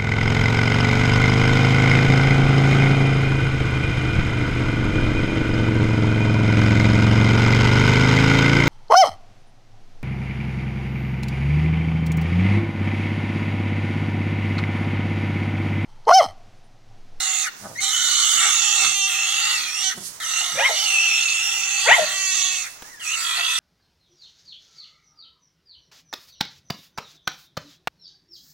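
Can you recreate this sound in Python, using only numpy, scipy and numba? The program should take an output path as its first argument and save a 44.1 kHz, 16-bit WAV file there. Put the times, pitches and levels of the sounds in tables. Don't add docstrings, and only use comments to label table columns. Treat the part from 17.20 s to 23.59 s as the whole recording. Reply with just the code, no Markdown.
import sys
import numpy as np
from scipy import signal
from scipy.fft import rfft, irfft, next_fast_len
from scipy.io import wavfile
from scipy.ndimage import uniform_filter1d
from numba import njit

SR = 44100
rng = np.random.default_rng(int(sys.argv[2]) if len(sys.argv) > 2 else 0)


def dump(signal):
    limited = np.clip(np.atleast_2d(signal).T, -1, 1)
    pcm = np.round(limited * 32767).astype(np.int16)
    wavfile.write(sys.argv[1], SR, pcm)


def undo_db(level):
    steps = np.asarray(level, float) / 20
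    return 10 ** steps


N = 281799
T = np.arange(N) / SR

# f/Hz, density/dB
YARD_SPECTRUM = [(20, -4), (100, -13.5), (300, -10.5), (700, -7.5), (1100, -4), (2000, -7.5), (3500, -14.5),
                 (6500, -5), (11000, -38), (16000, -8.5)]
YARD_DB = -43.5
# f/Hz, level/dB
SCATTER = [(300, -13), (1000, 3), (2800, -3), (4500, -2), (7000, 20.5), (15000, -14)]
NEAR_T60_S, FAR_T60_S, FAR_DB, POSES = .05, .62, -14, 18
# f/Hz, level/dB
LEFT_OVER_RIGHT = [(200, 0), (750, 1), (1050, -1), (1900, 4), (2500, -1), (5000, -5), (6500, -16.5),
                   (8500, -10), (10000, -9.5), (14500, -6.5)]
LEFT_LAG_S, CUTOFF_HZ = 4.5e-5, 15860

# start t/s, end t/s, level/dB
SCUFFS = [
    (0.394, 0.605, -46),
    (2.776, 2.86, -39.5),
    (2.876, 2.96, -42.5),
    (5.502, 5.55, -44.5),
    (5.649, 5.75, -50.5),
]
GRAVEL_DB, GRAVEL_FOLLOWS, GRAVEL_REST_DB = -35.5, .57, -57.5
# t/s, peak level/dB, push f/Hz, rattle level/dB
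KNOCKS = [
    (4.713, -36, 76, -30),
    (5.622, -44, 257, 18),
]

# t/s, f/Hz, level/dB
WHISTLES = [
    [(.245, 2400, -40), (.272, 1500, -29), (.29, 1380, -40)],
    [(.557, 1880, -41), (.58, 2120, -36), (.607, 2200, -29)],
    [(3.36, 540, -40), (3.4, 560, -27), (3.445, 565, -40)],
    [(5.64, 1680, -56), (5.71, 2040, -51), (5.79, 1650, -54)],
]
WHISTLE_OVERTONE_DB = [-13, -8]
# t/s, pitch f/Hz, level/dB
YELPS = [
    [(3.355, 555, -40), (3.387, 600, -26), (3.402, 780, -21), (3.428, 930, -22), (3.46, 1065, -15),
     (3.482, 1075, -23), (3.495, 760, -24), (3.512, 640, -26), (3.55, 605, -39)],
    [(4.655, 420, -30), (4.678, 515, -17), (4.697, 720, -18), (4.716, 930, -11), (4.731, 1015, -9),
     (4.755, 1070, -21), (4.778, 720, -21), (4.8, 620, -23), (4.845, 615, -32)],
]
# f/Hz, level/dB
YELP_THROAT = [(400, -20), (620, 0), (880, -3), (1060, -14), (1400, -8), (2050, 1), (3100, -7), (4200, -32)]
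YELP_JAW_DB, YELP_JAW_S = 16, .03
# peak t/s, pitch f/Hz, peak level/dB, swell/s, fade/s
GROWLS = [
    (.45, 187.2, -36.5, 0.066, 0.2),
    (1.172, 190, -49, 0.084, .1),
    (1.67, 190, -47, .08, 0.066),
    (2.77, 207.6, -39, 0.031, .14),
    (3.352, 179, -43, 0.066, .06),
    (4.822, 200, -40.5, .04, 0.068),
]
# f/Hz, width/Hz, level/dB
GROWL_THROAT = [(190, 120, -8.5), (120, 16, 0), (620, 190, -9), (1100, 780, -16)]
GROWL_SAG_PER_S, GROWL_REST_DB, JAWS_SHUT_DB = 2.2, -67.5, -14
# start t/s, end t/s
SNARL = [(.43, .53)]

# start t/s, end t/s, mouth tightness at start [0-1], throat shutting at end [0-1]
BREATHS = [
    (-.1, .272, 0, 1),
    (.597, 2.722, 0, .6),
    (2.998, 5.468, 1, .7),
    (5.793, 6.7, .9, 0),
]
ATTACK_S, LOOSE_ATTACK_S, RELEASE_S = .005, .03, .025
# t/s, effort level/dB, snout facing level/dB
EFFORT = [
    [(0, -26.5, -1), (.2, -32.5, 5), (.29, -28.5, 4)],
    [(.6, -25, 5), (.66, -27.5, -1), (1.0, -23, 0), (1.5, -26, 1.5), (1.66, -24, -2), (1.74, -30, 0.5),
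     (2.3, -25, -7), (2.51, -37, 4), (2.68, -28, 1.5)],
    [(3.0, -32, -1), (3.18, -26, -2.5), (3.3, -27.5, -6.5), (3.62, -28.5, -2), (4.46, -31.5, 1),
     (4.65, -27, -2), (4.87, -28.5, -5), (5.21, -29, 3), (5.45, -36, 3.5)],
    [(5.8, -44.5, 3), (5.88, -32.5, 3), (6.1, -24, -12), (6.22, -27, -12.5), (6.39, -26, -5)],
]
MEAN_EFFORT_DB = -28
# t/s, half length/s, level/dB
JOLTS = [
    (1.25, 0.079, 6.5),
    (1.646, 0.031, 4.5),
    (2.32, 0.11, 3),
    (6.2, 0.043, 3.5),
]
# start t/s, end t/s, roughness [0-1]
LOCKS = [(.62, .67, .5), (.72, 1.35, .92), (1.6, 1.7, 1), (1.75, 1.86, .04), (2.4, 2.55, 1),
         (2.635, 2.685, .22), (2.72, 3.54, .93), (3.56, 3.61, .45), (3.7, 4.92, .72), (4.95, 5.14, .4),
         (5.07, 5.13, .22), (5.17, 5.38, .45), (5.8, 6.5, 1)]
CHAOS, LOCK_EDGE_S = .8, .015
# t/s, f/Hz
OCTAVE = [(0, 781.5), (.2, 760.3), (.65, 787.8), (1.4, 857.1), (1.75, 800.3), (1.86, 780), (2.2, 811.8),
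          (2.35, 873), (2.63, 776), (2.7, 754.8), (3.7, 773.6), (4.43, 800.4), (4.93, 776.6), (5.38, 731)]
OCTAVE_DB, OCTAVE_FOLLOWS = -45, 1

# t/s, third resonance f/Hz, snout resonance f/Hz, squeeze on the third level/dB
MOUTH = [
    [(0, 2820, 6740, -4.5), (.25, 2680, 6630, 3)],
    [(.6, 2920, 6340, -4.5), (.67, 3030, 6500, 0.5), (1.1, 2975, 6810, 0), (1.22, 2840, 6400, -1.5),
     (1.5, 2730, 6790, 2), (1.95, 2647, 6310, 2), (2.3, 2825, 6740, 0), (2.5, 2385, 5800, 6),
     (2.66, 3035, 6140, 0)],
    [(3.06, 2650, 6013, -5), (3.2, 2870, 6525, 1), (3.35, 2890, 5993, -10), (3.62, 2950, 6222, 4.5),
     (3.78, 2650, 6270, 14), (4.35, 2703, 6586, 5.5), (4.62, 2608, 6630, 3.5), (4.95, 2640, 6320, -3.5),
     (5.25, 2735, 6600, 4)],
    [(5.8, 2500, 6500, 6), (5.87, 2320, 6500, 9), (5.94, 2800, 6800, 8), (5.98, 2650, 7000, -6),
     (6.13, 2500, 7000, -5), (6.24, 2740, 6500, 5), (6.39, 2600, 6100, 1)],
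]
REST_HZ = [1279, 2036, 3495, 4476]
FOLLOWS_MOUTH = [0.12, 0.49, 0.57, -0.0073]
# width/Hz, level/dB
MOVING = [(190, 21.5), (238, 0), (126, 3), (384, -2.5), (443, -7.5), (583, 9.5)]
# region [0-3], f/Hz, width/Hz, level/dB
STAYING = [(0, 762, 178, -3), (0, 440, 55.6, -72), (3, 5545, 300, 3.5), (3, 7260, 735, 2.5),
           (3, 9160, 1100, -8.5), (3, 9900, 2480, -52), (3, 15100, 1160, -8)]
WANDER = .03
# f/Hz, width/Hz, depth [0-1]
SINUS_DIPS = [
    (2290, 200, .95),
    (5150, 300, .6),
]
OPEN_DIP_S, SNOUT_LATE_S, SNOUT_SHUT_DB = .14, .04, -14
SQUEEZE_LIFT, SQUEEZE_DIMS = .68, .5

REGION_DB = [-11, -9, 1.5, 1]
REGION_FOLLOWS = [0.99, 0.21, 1.06, 1.2]
JOLT_SHARE = [1.24, 1.54, 0.22, 0.14]
LOCK_DB = [-6, 2, 2.9, 1]
OPEN_DB = [1, 3, -3, -4]
OPEN_RISE = [.15, -.03, .36, .12, .02, -.03]
CLOSE_DB = [6, 6, -12, -18]
CLOSE_RISE = [.09, -.06, -.15, -.01, .04, -.04]
OPEN_S, CLOSE_S = .045, .045


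def rms_one(x):
    return x / np.sqrt(np.mean(x ** 2) + 1e-20)


def in_time(rows):
    s, *columns = np.transpose(rows)
    return [np.interp(T, s, c) for c in columns]


def gate(spans, fade_s):
    return np.max([np.clip(np.minimum(T - a, b - T) / fade_s + 1, 0, 1) for a, b in spans], axis=0)


def at_hz(points, hz):
    f, db = np.transpose(points)
    return np.interp(np.log(hz + 1), np.log(f), db)


def drift(rate_hz):
    r = np.exp(-2 * np.pi * rate_hz / SR)
    return rms_one(signal.lfilter([1], [1, -2 * r, r * r], rng.standard_normal(N + SR))[SR:])


@njit
def sweep(x, a1, r2):
    y = np.zeros(len(x))
    for i in range(2, len(x)):
        y[i] = (1 - r2) / 2 * (x[i] - x[i - 2]) + a1[i] * y[i - 1] - r2 * y[i - 2]
    return y


def resonate(x, hz, width_hz):
    r = np.exp(-np.pi * width_hz / SR)
    return sweep(x, 2 * r * np.cos(2 * np.pi * hz / SR) * np.ones(N), r * r)


def evened(x, span_s):
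    return x / np.sqrt(uniform_filter1d(x ** 2, int(span_s * SR)) + 1e-12)


def yard():
    hz = np.fft.rfftfreq(N, 1 / SR)
    mid, side = rfft(rng.standard_normal((2, N))) * undo_db(at_hz(YARD_SPECTRUM, hz))
    apart = np.clip(.3 + np.abs(np.log2((hz + 1) / 140)) * .6, 0, 1)
    hush = irfft(mid + apart * side * [[1], [-1]], N)
    return undo_db(YARD_DB + 2.0 * drift(6.3)) * rms_one(hush)


def echoes(t60_s, start_s, size):
    age = np.arange(SR) / SR
    pattern = rng.standard_normal((2, SR)) * undo_db(-60 * age / t60_s) * (age > start_s)
    return rfft(pattern / np.sqrt(np.sum(pattern ** 2, axis=1, keepdims=True)), size)


def outdoors(x):
    size = next_fast_len(N + SR)
    hz = np.fft.rfftfreq(size, 1 / SR)
    share = undo_db(at_hz(SCATTER, hz))
    pose = T / T[-1] * (POSES - 1)
    near = 0
    for k in range(POSES):
        posed = x * np.cos(np.pi / 2 * np.clip(pose - k, -1, 1))
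        near = near + rfft(posed, size) * echoes(NEAR_T60_S, .002, size)
    direct = np.exp(-2j * np.pi * hz * LEFT_LAG_S * np.array([[1], [0]]))
    far = undo_db(FAR_DB) * echoes(FAR_T60_S, .043, size)
    heard = rfft(x, size) * (direct + far) + share * near
    return irfft(heard / np.sqrt(1 + share ** 2 / 2), size)[:, :N]


def effort():
    db, facing_db = in_time(sum(EFFORT, []))
    return db - MEAN_EFFORT_DB, facing_db


def blowing():
    total = np.zeros(N)
    for a, b, tight, _ in BREATHS:
        attack_s = ATTACK_S + LOOSE_ATTACK_S * (1 - tight)
        total += np.clip(np.minimum((T - a) / attack_s, (b - T) / RELEASE_S + 1), 0, 1)
    return total


def gravel():
    sizes = undo_db(.6 * np.minimum(rng.exponential(1, (2, N)), 5)) * rng.choice([-1, 1], (2, N))
    rate_hz = 5000 * undo_db(3.0 * drift(9))
    clicks = sizes * (rng.random((2, N)) < rate_hz / SR)
    stones = signal.sosfilt(signal.butter(2, [4200, 11000], "band", fs=SR, output="sos"), clicks)
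    strain_db, _ = effort()
    struggle = undo_db(GRAVEL_DB + GRAVEL_FOLLOWS * strain_db) * blowing()
    scuffs = sum(undo_db(db) * gate([(a, b)], .054) for a, b, db in SCUFFS)
    return (struggle + np.maximum(scuffs, undo_db(GRAVEL_REST_DB))) * rms_one(stones)


def knocks():
    out = np.zeros(N)
    for s, db, hz, rattle_db in KNOCKS:
        age = np.maximum(T - s, 0)
        rattle = signal.lfilter([.3], [1, -.75], rng.standard_normal(N)) * (T > s)
        push = np.sin(2 * np.pi * hz * age)
        out += undo_db(db) * (push + undo_db(rattle_db) * rattle) * np.exp(-age / .0055)
    return out * undo_db([[2.5], [-2.5]])


def tones(tables, wobble, flutter_db, rasp):
    pitch_hz, *partial_db = in_time(sum(tables, []))
    phase = 2 * np.pi * np.cumsum(pitch_hz * (1 + wobble * drift(64.5))) / SR
    voiced = np.zeros(N)
    for k, db in enumerate(partial_db, 1):
        voiced += np.sqrt(2) * undo_db(db + flutter_db * drift(58.0)) * np.sin(k * phase)
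    voiced *= (1 + rasp * drift(340)) * gate([(t[0][0], t[-1][0]) for t in tables], .008)
    return signal.sosfilt(signal.butter(6, 470, "high", fs=SR, output="sos"), voiced)


def whistles():
    tables = [[(s, hz, db, *np.add(db, WHISTLE_OVERTONE_DB)) for s, hz, db in rows] for rows in WHISTLES]
    return tones(tables, wobble=.014, flutter_db=3, rasp=.25)


def yelps():
    tables = []
    for rows in YELPS:
        top_s = max(rows, key=lambda row: row[1])[0]
        table = []
        for s, hz, db in rows:
            shut_db = YELP_JAW_DB * np.clip((s - top_s) / YELP_JAW_S, 0, 1)
            partials = [db + at_hz(YELP_THROAT, k * hz) - shut_db * (k - 1) for k in range(1, 5)]
            table.append((s, hz, *partials))
        tables.append(table)
    return tones(tables, wobble=.012, flutter_db=2.0, rasp=.4)


def folds(pitch_hz, rough, jitter, shimmer_db, hiss, count):
    shake = jitter * rough ** 2 * drift(130.46) + .006 * drift(17.91)
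    phase = 2 * np.pi * np.cumsum(pitch_hz * (1 + shake)) / SR
    pulses = sum(np.cos(k * phase) for k in range(1, count + 1)) / np.sqrt(count / 2)
    air = hiss * rough * (1 + np.cos(phase)) * rng.standard_normal(N)
    return pulses * undo_db(shimmer_db * rough * drift(360)) + air


def growl():
    shapes, pitches = [], []
    for s, hz, db, swell_s, fade_s in GROWLS:
        shapes.append(undo_db(db) * np.exp(-3 * np.where(T < s, (s - T) / swell_s, (T - s) / fade_s)))
        pitches.append(hz * np.clip(1 - GROWL_SAG_PER_S * (T - s), .6, 1.2))
    loudest = np.argmax(shapes, axis=0)
    pitch_hz = uniform_filter1d(np.array(pitches)[loudest, np.arange(N)], size=441)
    source = folds(pitch_hz, .8, jitter=.25, shimmer_db=4.0, hiss=.5, count=8)
    shut_db = JAWS_SHUT_DB * (1 - gate(SNARL, .03))
    throat = np.zeros(N)
    for hz, width_hz, db in GROWL_THROAT:
        throat += undo_db(db + (hz > 300) * shut_db) * resonate(source, hz * pitch_hz / 185, width_hz)
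    return (np.sum(shapes, axis=0) + undo_db(GROWL_REST_DB)) * evened(throat, .15)


def throat_regions(source, rough, opening, closing, third_hz, snout_hz, squeeze_db):
    near = []
    for hz, follows in zip(REST_HZ, FOLLOWS_MOUTH):
        near.append(hz * (third_hz / 2760) ** follows * (1 + WANDER * drift(4.2)))
    centres = near[:2] + [third_hz] + near[2:] + [snout_hz]
    places = []
    for region, hz, up, down, shape in zip([0, 1, 2, 2, 2, 3], centres, OPEN_RISE, CLOSE_RISE, MOVING):
        places.append((region, hz * (1 + up * opening + down * closing), *shape))
    regions = np.zeros((4, N))
    for k, (region, hz, width_hz, db) in enumerate(places + list(STAYING)):
        hz = hz * (1 + .012 * drift(12) + (region == 3) * .018 * drift(2.5))
        db = db + 2.5 * drift(18) * rough
        db = db + (squeeze_db if k == 2 else 3.5 * drift(5))
        if k in (6, 7):
            db = db + 50 * np.maximum(rough - .85, 0)
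        rung = resonate(resonate(source, hz, 2.8 * width_hz), hz, width_hz)
        regions[int(round(region))] += (-1) ** k * undo_db(db) * rung
    return regions


def boar():
    octave_hz, = in_time(OCTAVE)
    rough = CHAOS
    for start, end, value in LOCKS:
        rough = rough + (value - rough) * gate([(start, end)], LOCK_EDGE_S)
    source = folds(octave_hz / 2, rough, jitter=.13, shimmer_db=3.2, hiss=.8, count=36)

    opening, closing = np.zeros(N), np.zeros(N)
    for a, b, tight, hard in BREATHS:
        opening += tight * np.exp(-np.maximum(T - a, 0) / OPEN_S) * (T > a - .1)
        closing += hard * np.clip(1 - (b - T) / CLOSE_S, 0, 1.3) * (T < b + .1)
    third_hz, snout_hz, squeeze_db = in_time(sum(MOUTH, []))
    regions = throat_regions(source, rough, opening, closing, third_hz, snout_hz, squeeze_db)

    strain_db, facing_db = effort()
    jolt_db = sum(db * np.exp(-((T - s) / half_s) ** 2) for s, half_s, db in JOLTS)
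    snout_shut = gate([(a - .1, a + SNOUT_LATE_S * tight - .01) for a, b, tight, _ in BREATHS[2:]], .012)
    own_db = [0, -SQUEEZE_DIMS * np.maximum(squeeze_db, 0), SQUEEZE_LIFT * squeeze_db,
              facing_db + SNOUT_SHUT_DB * snout_shut]
    voice = np.zeros(N)
    for k in range(4):
        db = REGION_DB[k] + MEAN_EFFORT_DB + REGION_FOLLOWS[k] * strain_db + own_db[k]
        db = db + JOLT_SHARE[k] * jolt_db + OPEN_DB[k] * opening + CLOSE_DB[k] * closing
        db = db + LOCK_DB[k] * (1 - rough / CHAOS)
        voice += undo_db(db) * evened(regions[k], .024)

    early = gate([(a, a + OPEN_DIP_S * tight) for a, b, tight, _ in BREATHS], .017)
    for (hz, width_hz, depth), when in zip(SINUS_DIPS, [early, 1]):
        voice = voice - np.clip(depth, 0, 1) * when * resonate(voice, hz, width_hz)
    octave_db = OCTAVE_DB + OCTAVE_FOLLOWS * strain_db - 90 * np.maximum(rough - .8, 0) - 15 * closing
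    octave = resonate(resonate(source, octave_hz, 180), octave_hz, 43)
    return blowing() * (voice + undo_db(octave_db) * evened(octave, .01))


def scene():
    animals = whistles() + yelps() + growl() + boar()
    return yard() + gravel() + knocks() + outdoors(animals)


def top_cut(x):
    return signal.sosfilt(signal.butter(12, 16510, fs=SR, output="sos"), x)


def record(dry):
    hz = np.fft.rfftfreq(N, 1 / SR)
    tilt = undo_db(at_hz(LEFT_OVER_RIGHT, hz))
    colour = np.array([tilt, np.ones_like(tilt)]) * 2 / (1 + tilt)
    ports = irfft(rfft(dry) * colour * (hz < CUTOFF_HZ), N)
    return top_cut(.95 * np.tanh(ports / .95))


dry = scene()
out = record(dry)
dump(out)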